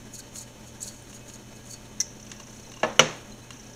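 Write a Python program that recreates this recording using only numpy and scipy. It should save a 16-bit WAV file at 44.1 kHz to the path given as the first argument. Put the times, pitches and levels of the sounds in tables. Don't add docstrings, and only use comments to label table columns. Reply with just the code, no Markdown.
import sys
import numpy as np
from scipy import signal
from scipy.fft import rfft, irfft
from scipy.io import wavfile

SR = 44100
rng = np.random.default_rng(int(sys.argv[2]) if len(sys.argv) > 2 else 0)


def master_out(mix):
    frames = np.transpose(np.atleast_2d(mix))
    ceiling = np.clip(frames, -1, 1)
    pcm = np.round(ceiling * 32767).astype(np.int16)
    wavfile.write(sys.argv[1], SR, pcm)


def volts(x):
    e = np.asarray(x, float) / 20
    return 10 ** e


N = 165375

# (centre [s], half length [s], level [dB])
SALT_SLIDES = [(0.149, 0.012, -38.5), (0.192, 0.01, -38.5), (0.367, 0.015, -39), (0.39, 0.012, -42.5),
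               (0.419, 0.0094, -39.5), (0.681, .012, -48.5), (0.817, .008, -45), (.835, .012, -37),
               (0.877, 0.011, -36), (0.937, 0.06, -52.5), (1.1, 0.01, -50), (1.152, 0.014, -46),
               (1.293, .016, -47.5), (1.342, 0.0099, -45.5), (1.565, 0.0062, -47.5), (1.672, .02, -50),
               (1.713, 0.012, -42.5), (1.736, 0.0081, -40), (2.568, 0.071, -54.5), (3.17, .01, -54)]
# (frequency [Hz], width [Hz], level [dB])
JAR_RESONANCES = [(4500, 520, -6), (6670, 300, -2), (7370, 1500, -8), (8400, 760, -8.5), (9700, 350, -11),
                  (10900, 990, -14)]
# (time [s], peak [dB], pitch [Hz])
CLUMP_KNOCKS = [(.1895, -36, 6870), (.3868, -26.5, 7750), (.806, -37, 6400), (.808, -37, 6400),
                (.8283, -18.5, 7770), (.833, -28, 7800), (.911, -43, 7000), (1.0231, -41, 9000),
                (1.1932, -41, 6950), (1.358, -35.5, 6600), (1.3967, -46, 6440), (1.5544, -49, 8030),
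                (1.734, -36, 8000), (3.2975, -44, 6500), (3.3224, -40.5, 6510)]
# (frequency [Hz], level [dB], t60 [s])
CAP_MODES = [(6360, -13, 0.0088), (8700, -11, .008), (9700, -17.5, .01), (12100, -18, .004)]
# (frequency [Hz], level [dB], t60 [s])
EDGE_TOP_MODES = [(159, -25, 0.41), (227, -22.5, 0.23), (328, -22, 0.13), (486, -18.5, 0.31),
                  (547, -15.5, 0.34), (623, -11.5, 0.13), (853, -15.5, 0.1), (1093, -19.5, 0.064),
                  (1310, -16.5, 0.09), (1724, -19, 0.099), (2030, -24, 0.029), (2780, -14.5, 0.049)]
# (frequency [Hz], level [dB], t60 [s])
FLAT_TOP_MODES = [(155.8, -18, 0.33), (238, -23.5, .2), (421, -27, 0.26), (517.5, -16, 0.15),
                  (645, -12, 0.058), (855, -14.5, 0.075), (1359, -8, 0.046), (1720, -34, 0.032),
                  (2120, -19.5, 0.053), (2296, -23, .04), (2960, -5.5, 0.021), (3440, -10, 0.031),
                  (5917, -14.5, 0.028), (6374, -22, 0.049)]
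# (frequency [Hz], density [dB per Hz])
EDGE_CRACK_COLOUR = [(150, -34), (300, -24), (800, -2.5), (1200, -6.5), (3390, -20), (4730, -29),
                     (6090, -28.5), (15000, -63)]
# (frequency [Hz], density [dB per Hz])
FLAT_CRACK_COLOUR = [(150, -19), (400, -12.5), (800, -3.5), (1350, -4), (2800, -5), (4840, -14.5),
                     (6480, -12), (8520, -28), (15000, -53)]
# (frequency [Hz], density [dB per Hz])
SHUDDER_COLOUR = [(150, -0.5), (500, 4.5), (3500, -14.5), (6500, -30), (9000, -47)]
# (time [s], peak [dB], brightness [dB])
LIGHT_TOUCHES = [(0.3562, -42, 0), (1.1287, -38.5, -8.5), (1.298, -45.5, 0), (2.1984, -42, -6),
                 (2.2671, -42, -6), (2.316, -29, -6.5), (2.3659, -44, -11), (2.4, -30, -12.5),
                 (2.4347, -46, -4), (2.7173, -33.5, -8.5), (2.7378, -35.5, -11), (2.771, -33.5, -18),
                 (2.8017, -34, -18), (3.5055, -30.5, -7)]
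# (frequency [Hz], level [dB], t60 [s])
RACK_MODES = [(1064, -11, 0.034), (1550, -16.5, .025), (2814, -6, 0.026), (4000, -16, .015)]
# (time [s], pitch [Hz], level [dB])
PAN_SQUEAKS = [(.195, 1550, -49.5), (.76, 1650, -51.5), (.87, 1500, -53.5), (1.285, 1650, -58),
               (1.712, 4500, -44), (1.739, 4500, -41.5), (1.855, 4000, -57), (2.654, 4100, -52),
               (2.902, 4100, -57), (3.324, 4100, -48), (3.424, 4050, -53), (3.522, 4080, -52)]
# (time [s], peak [dB])
LATCH_CONTACTS = [
    (2.0017, -23),
    (2.0035, -17),
    (2.0052, -13),
    (2.0075, -25),
    (2.0109, -14.5),
    (2.0145, -24),
]
# (frequency [Hz], level [dB], t60 [s])
LATCH_RINGS = [(1650, -27, 0.035), (2036, -23.5, 0.055), (4200, -24, 0.018), (5500, -3, 0.0092),
               (5990, -8.5, 0.015), (6400, -12, .014), (11840, -27, .012), (13600, -23, .012)]
# (frequency [Hz], density [dB per Hz])
AIR_COLOUR = [(25, 1), (100, -4), (250, 0), (600, -7), (1100, -13.5), (3500, -17.5), (7500, -22),
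              (16000, -34)]
# (frequency [Hz], width [Hz], rms [dB])
HUM_BANDS = [(82.6, 11, -62), (212, 8.3, -55), (240.6, 22, -63), (580.2, 9.6, -64), (895.7, 20, -66),
             (1650, 13, -69), (6430, 520, -64), (9590, 86, -74), (14560, 150, -75)]
# (frequency [Hz], rms [dB], waver [dB])
MOTOR_TONES = [(41, -59.5, -0.7), (120, -52.5, 1.5), (2560, -68.5, 3.5), (3036, -66.5, 0.5)]


def rms_one(x):
    return x / np.sqrt(np.mean(x ** 2) + 1e-20)


def coloured(points):
    hz, db = np.transpose(points)
    bin_hz = np.arange(N // 2 + 1) * SR / N
    gain = volts(np.interp(np.log(bin_hz + 1), np.log(hz), db))
    return rms_one(irfft(rfft(rng.standard_normal(N)) * gain, N))


def resonance(x, hz, width_hz):
    r = np.exp(-np.pi * width_hz / SR)
    poles = [1, -2 * r * np.cos(2 * np.pi * hz / SR), r * r]
    return signal.lfilter([(1 - r * r) / 2, 0, (r * r - 1) / 2], poles, x)


def noise_band(hz, width_hz, wide_hz):
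    noise = rng.standard_normal(N + SR)
    return rms_one(resonance(resonance(noise, hz, width_hz), hz, wide_hz)[SR:])


def sine(hz):
    return np.sin(2 * np.pi * hz * np.arange(N) / SR)


def decay(s, db, t60_s, rise_s=0.00018):
    clicks = np.full(N, 1e-18)
    clicks[(np.asarray(s) * SR).astype(int)] += volts(db)
    r = np.exp(-1 / (rise_s * SR))
    poles = np.convolve([1, -r], [1, -volts(-60 / (t60_s * SR))])
    return signal.lfilter([1 - r], poles, clicks)


def hump(s, half_s):
    return np.exp(-.5 * ((np.arange(N) / SR - s) / half_s) ** 2)


def strike(s, db, modes, vary_db, rise_s):
    out = np.zeros(N)
    chance = rng.standard_normal((np.size(s), len(modes)))
    at = (np.asarray(s) * SR).astype(int)
    for k, (hz, mode_db, t60_s) in enumerate(modes):
        blows = np.full(N, 1e-18)
        blows[at] = volts(np.asarray(db) + mode_db + vary_db * chance[:, k]) * (-1) ** k
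        w = 2 * np.pi * hz / SR
        for sign, r in [(1, volts(-60 / (t60_s * SR))), (-1, np.exp(-1 / (rise_s * SR)))]:
            out += sign * signal.lfilter([0, r * np.sin(w)], [1, -2 * r * np.cos(w), r * r], blows)
    return out


def grains():
    grains_per_s, spread_db = 3000, 4.5
    hits = rng.random(N) < grains_per_s / SR
    sizes = volts(spread_db * np.minimum(rng.exponential(1, N), 4.0))
    clicks = hits * sizes * rng.choice([-1, 1], N)
    return rms_one(clicks) * sum(volts(db) * hump(s, half_s) for s, half_s, db in SALT_SLIDES)


def salt():
    rings_db, hiss_db, hiss_hz, land_s = -9.5, -10.5, 5000, .006
    rings = []
    for hz, width_hz, db in JAR_RESONANCES:
        ring = resonance(resonance(grains(), hz, width_hz), hz, 9.0 * width_hz)
        rings.append(volts(db) * np.sqrt(SR / width_hz) * ring)
    rings[0] = np.roll(rings[0], int(land_s * SR))
    high_pass = signal.butter(2, hiss_hz, "high", fs=SR, output="sos")
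    hiss = signal.sosfilt(high_pass, sum(grains() for layer in range(3)) / 2)
    return volts(rings_db) * sum(rings) + volts(hiss_db) * hiss


def clump_knocks():
    knocks = sum(strike([s], [db], [(hz, 0, .014)], vary_db=0.5, rise_s=0.00033) for s, db, hz in CLUMP_KNOCKS)
    s, db, _ = np.transpose(CLUMP_KNOCKS)
    return knocks + strike(s, db, CAP_MODES, vary_db=2.5, rise_s=.0004)


def set_down(s, peak_db, crack_db, modes, crack_colour):
    rebound_s, rebound_db = 0.002743, -5
    crack_t60_s, shudder_t60_s, shudder_db = 0.081, 0.5, -10
    blows_s, blows_db = [s, s + rebound_s], [peak_db, peak_db + rebound_db]
    rings = strike(blows_s, blows_db, modes, vary_db=3.55, rise_s=0.00043)
    crack = decay([s], crack_db, crack_t60_s) * coloured(crack_colour)
    shudder_noise = (coloured(SHUDDER_COLOUR) + coloured(crack_colour)) / 2
    shudder = decay([s], crack_db + shudder_db, shudder_t60_s, rise_s=0.0035) * shudder_noise
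    return rings + crack + shudder


def touches():
    s, db, bright_db = np.transpose(LIGHT_TOUCHES)
    tick_noise = coloured([(600, -19), (1200, 3), (7000, 1.5), (15000, -31)])
    tick = decay(s, db + bright_db, 0.039) * tick_noise
    return tick + strike(s, db, RACK_MODES, vary_db=2.5, rise_s=0.00081)


def squeaks():
    return sum(volts(db) * hump(s, 0.0049) * sine(hz) for s, hz, db in PAN_SQUEAKS)


def lens_latch():
    s, db = np.transpose(LATCH_CONTACTS)
    latch = strike(s, db, LATCH_RINGS, vary_db=3.0, rise_s=0.00028)
    rattle_noise = coloured([(700, -18), (2000, -17), (4800, -9.5), (6000, 4), (8000, -7.5), (15000, -26)])
    return latch + decay(s[:1], -27, 0.091) * rattle_noise


def lens_steps():
    first_s, every_s, jitter_s = 2.1945, .03337, .0012
    step_db, vary_db, step_t60_s = -46, 0.81, .04
    buzz_hz, width_hz = 5900, 800
    tail_db, tail_t60_s = -41.5, 0.39
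    step = np.r_[0:24, 40:47]
    chance = rng.standard_normal((len(step), 2))
    step_s = first_s + every_s * step + jitter_s * chance[:, 0]
    pulses = decay(step_s, step_db + vary_db * chance[:, 1], step_t60_s, rise_s=0.003)
    tail = decay([LATCH_CONTACTS[0][0]], tail_db, tail_t60_s)
    buzz = rms_one(resonance(resonance(rng.standard_normal(N), buzz_hz, width_hz), buzz_hz, 2 * width_hz))
    return (pulses + tail) * buzz


def room(x):
    t60_s, level_db, cut_hz, rise_s = 0.48, -14, 2330, 0.024
    t = np.arange(SR) / SR
    tail = rng.standard_normal(SR) * volts(-60 * t / t60_s) * np.clip(t / rise_s, 0, 1)
    tail = signal.sosfilt(signal.butter(1, cut_hz, fs=SR, output="sos"), tail)
    return volts(level_db) * signal.fftconvolve(x, tail / np.sqrt(np.sum(tail ** 2)))[:N]


def fan_air():
    air_db, patchy_db = -49, 1.3
    waver = rms_one(resonance(rng.standard_normal(N), 3.1, 13.4))
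    return volts(air_db + patchy_db * waver) * coloured(AIR_COLOUR)


def motor_hums():
    hums = sum(volts(db) * noise_band(hz, width_hz, 2 * width_hz) for hz, width_hz, db in HUM_BANDS)
    tones = np.zeros(N)
    for hz, db, waver_db in MOTOR_TONES:
        waver = noise_band(3.0, 7.4, 7.4)
        tones += volts(db + 2 + waver_db * waver) * sine(hz)
    return hums + tones


def scene():
    small = salt() + clump_knocks() + touches() + squeaks()
    edge = set_down(2.8313, -8.5, -18, EDGE_TOP_MODES, EDGE_CRACK_COLOUR)
    flat = set_down(2.9933, -2.3, -11, FLAT_TOP_MODES, FLAT_CRACK_COLOUR)
    far = small + room(small) + edge + flat
    far = signal.sosfilt(signal.butter(4, 121, "high", fs=SR, output="sos"), far)
    near = lens_latch() + lens_steps()
    return (far + near + fan_air() + motor_hums())[None]


def low_pass(x):
    return signal.sosfilt(signal.butter(12, 16610, fs=SR, output="sos"), x)


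def record(dry):
    notch_hz, notch_width_hz, notch_share = 4850, 600, .9
    peak_hz, peak_width_hz, peak_db = 5750, 1720, -1
    clip_top, top_cut_hz = .92, 15950
    x = dry - notch_share * resonance(dry, notch_hz, notch_width_hz)
    x = x + volts(peak_db) * resonance(x, peak_hz, peak_width_hz)
    x = x / (1 + (x / clip_top) ** 20) ** (1 / 20)
    x = signal.sosfilt(signal.cheby2(10, 30, top_cut_hz, fs=SR, output="sos"), x)
    return low_pass(x)


dry = scene()
out = record(dry)
master_out(out)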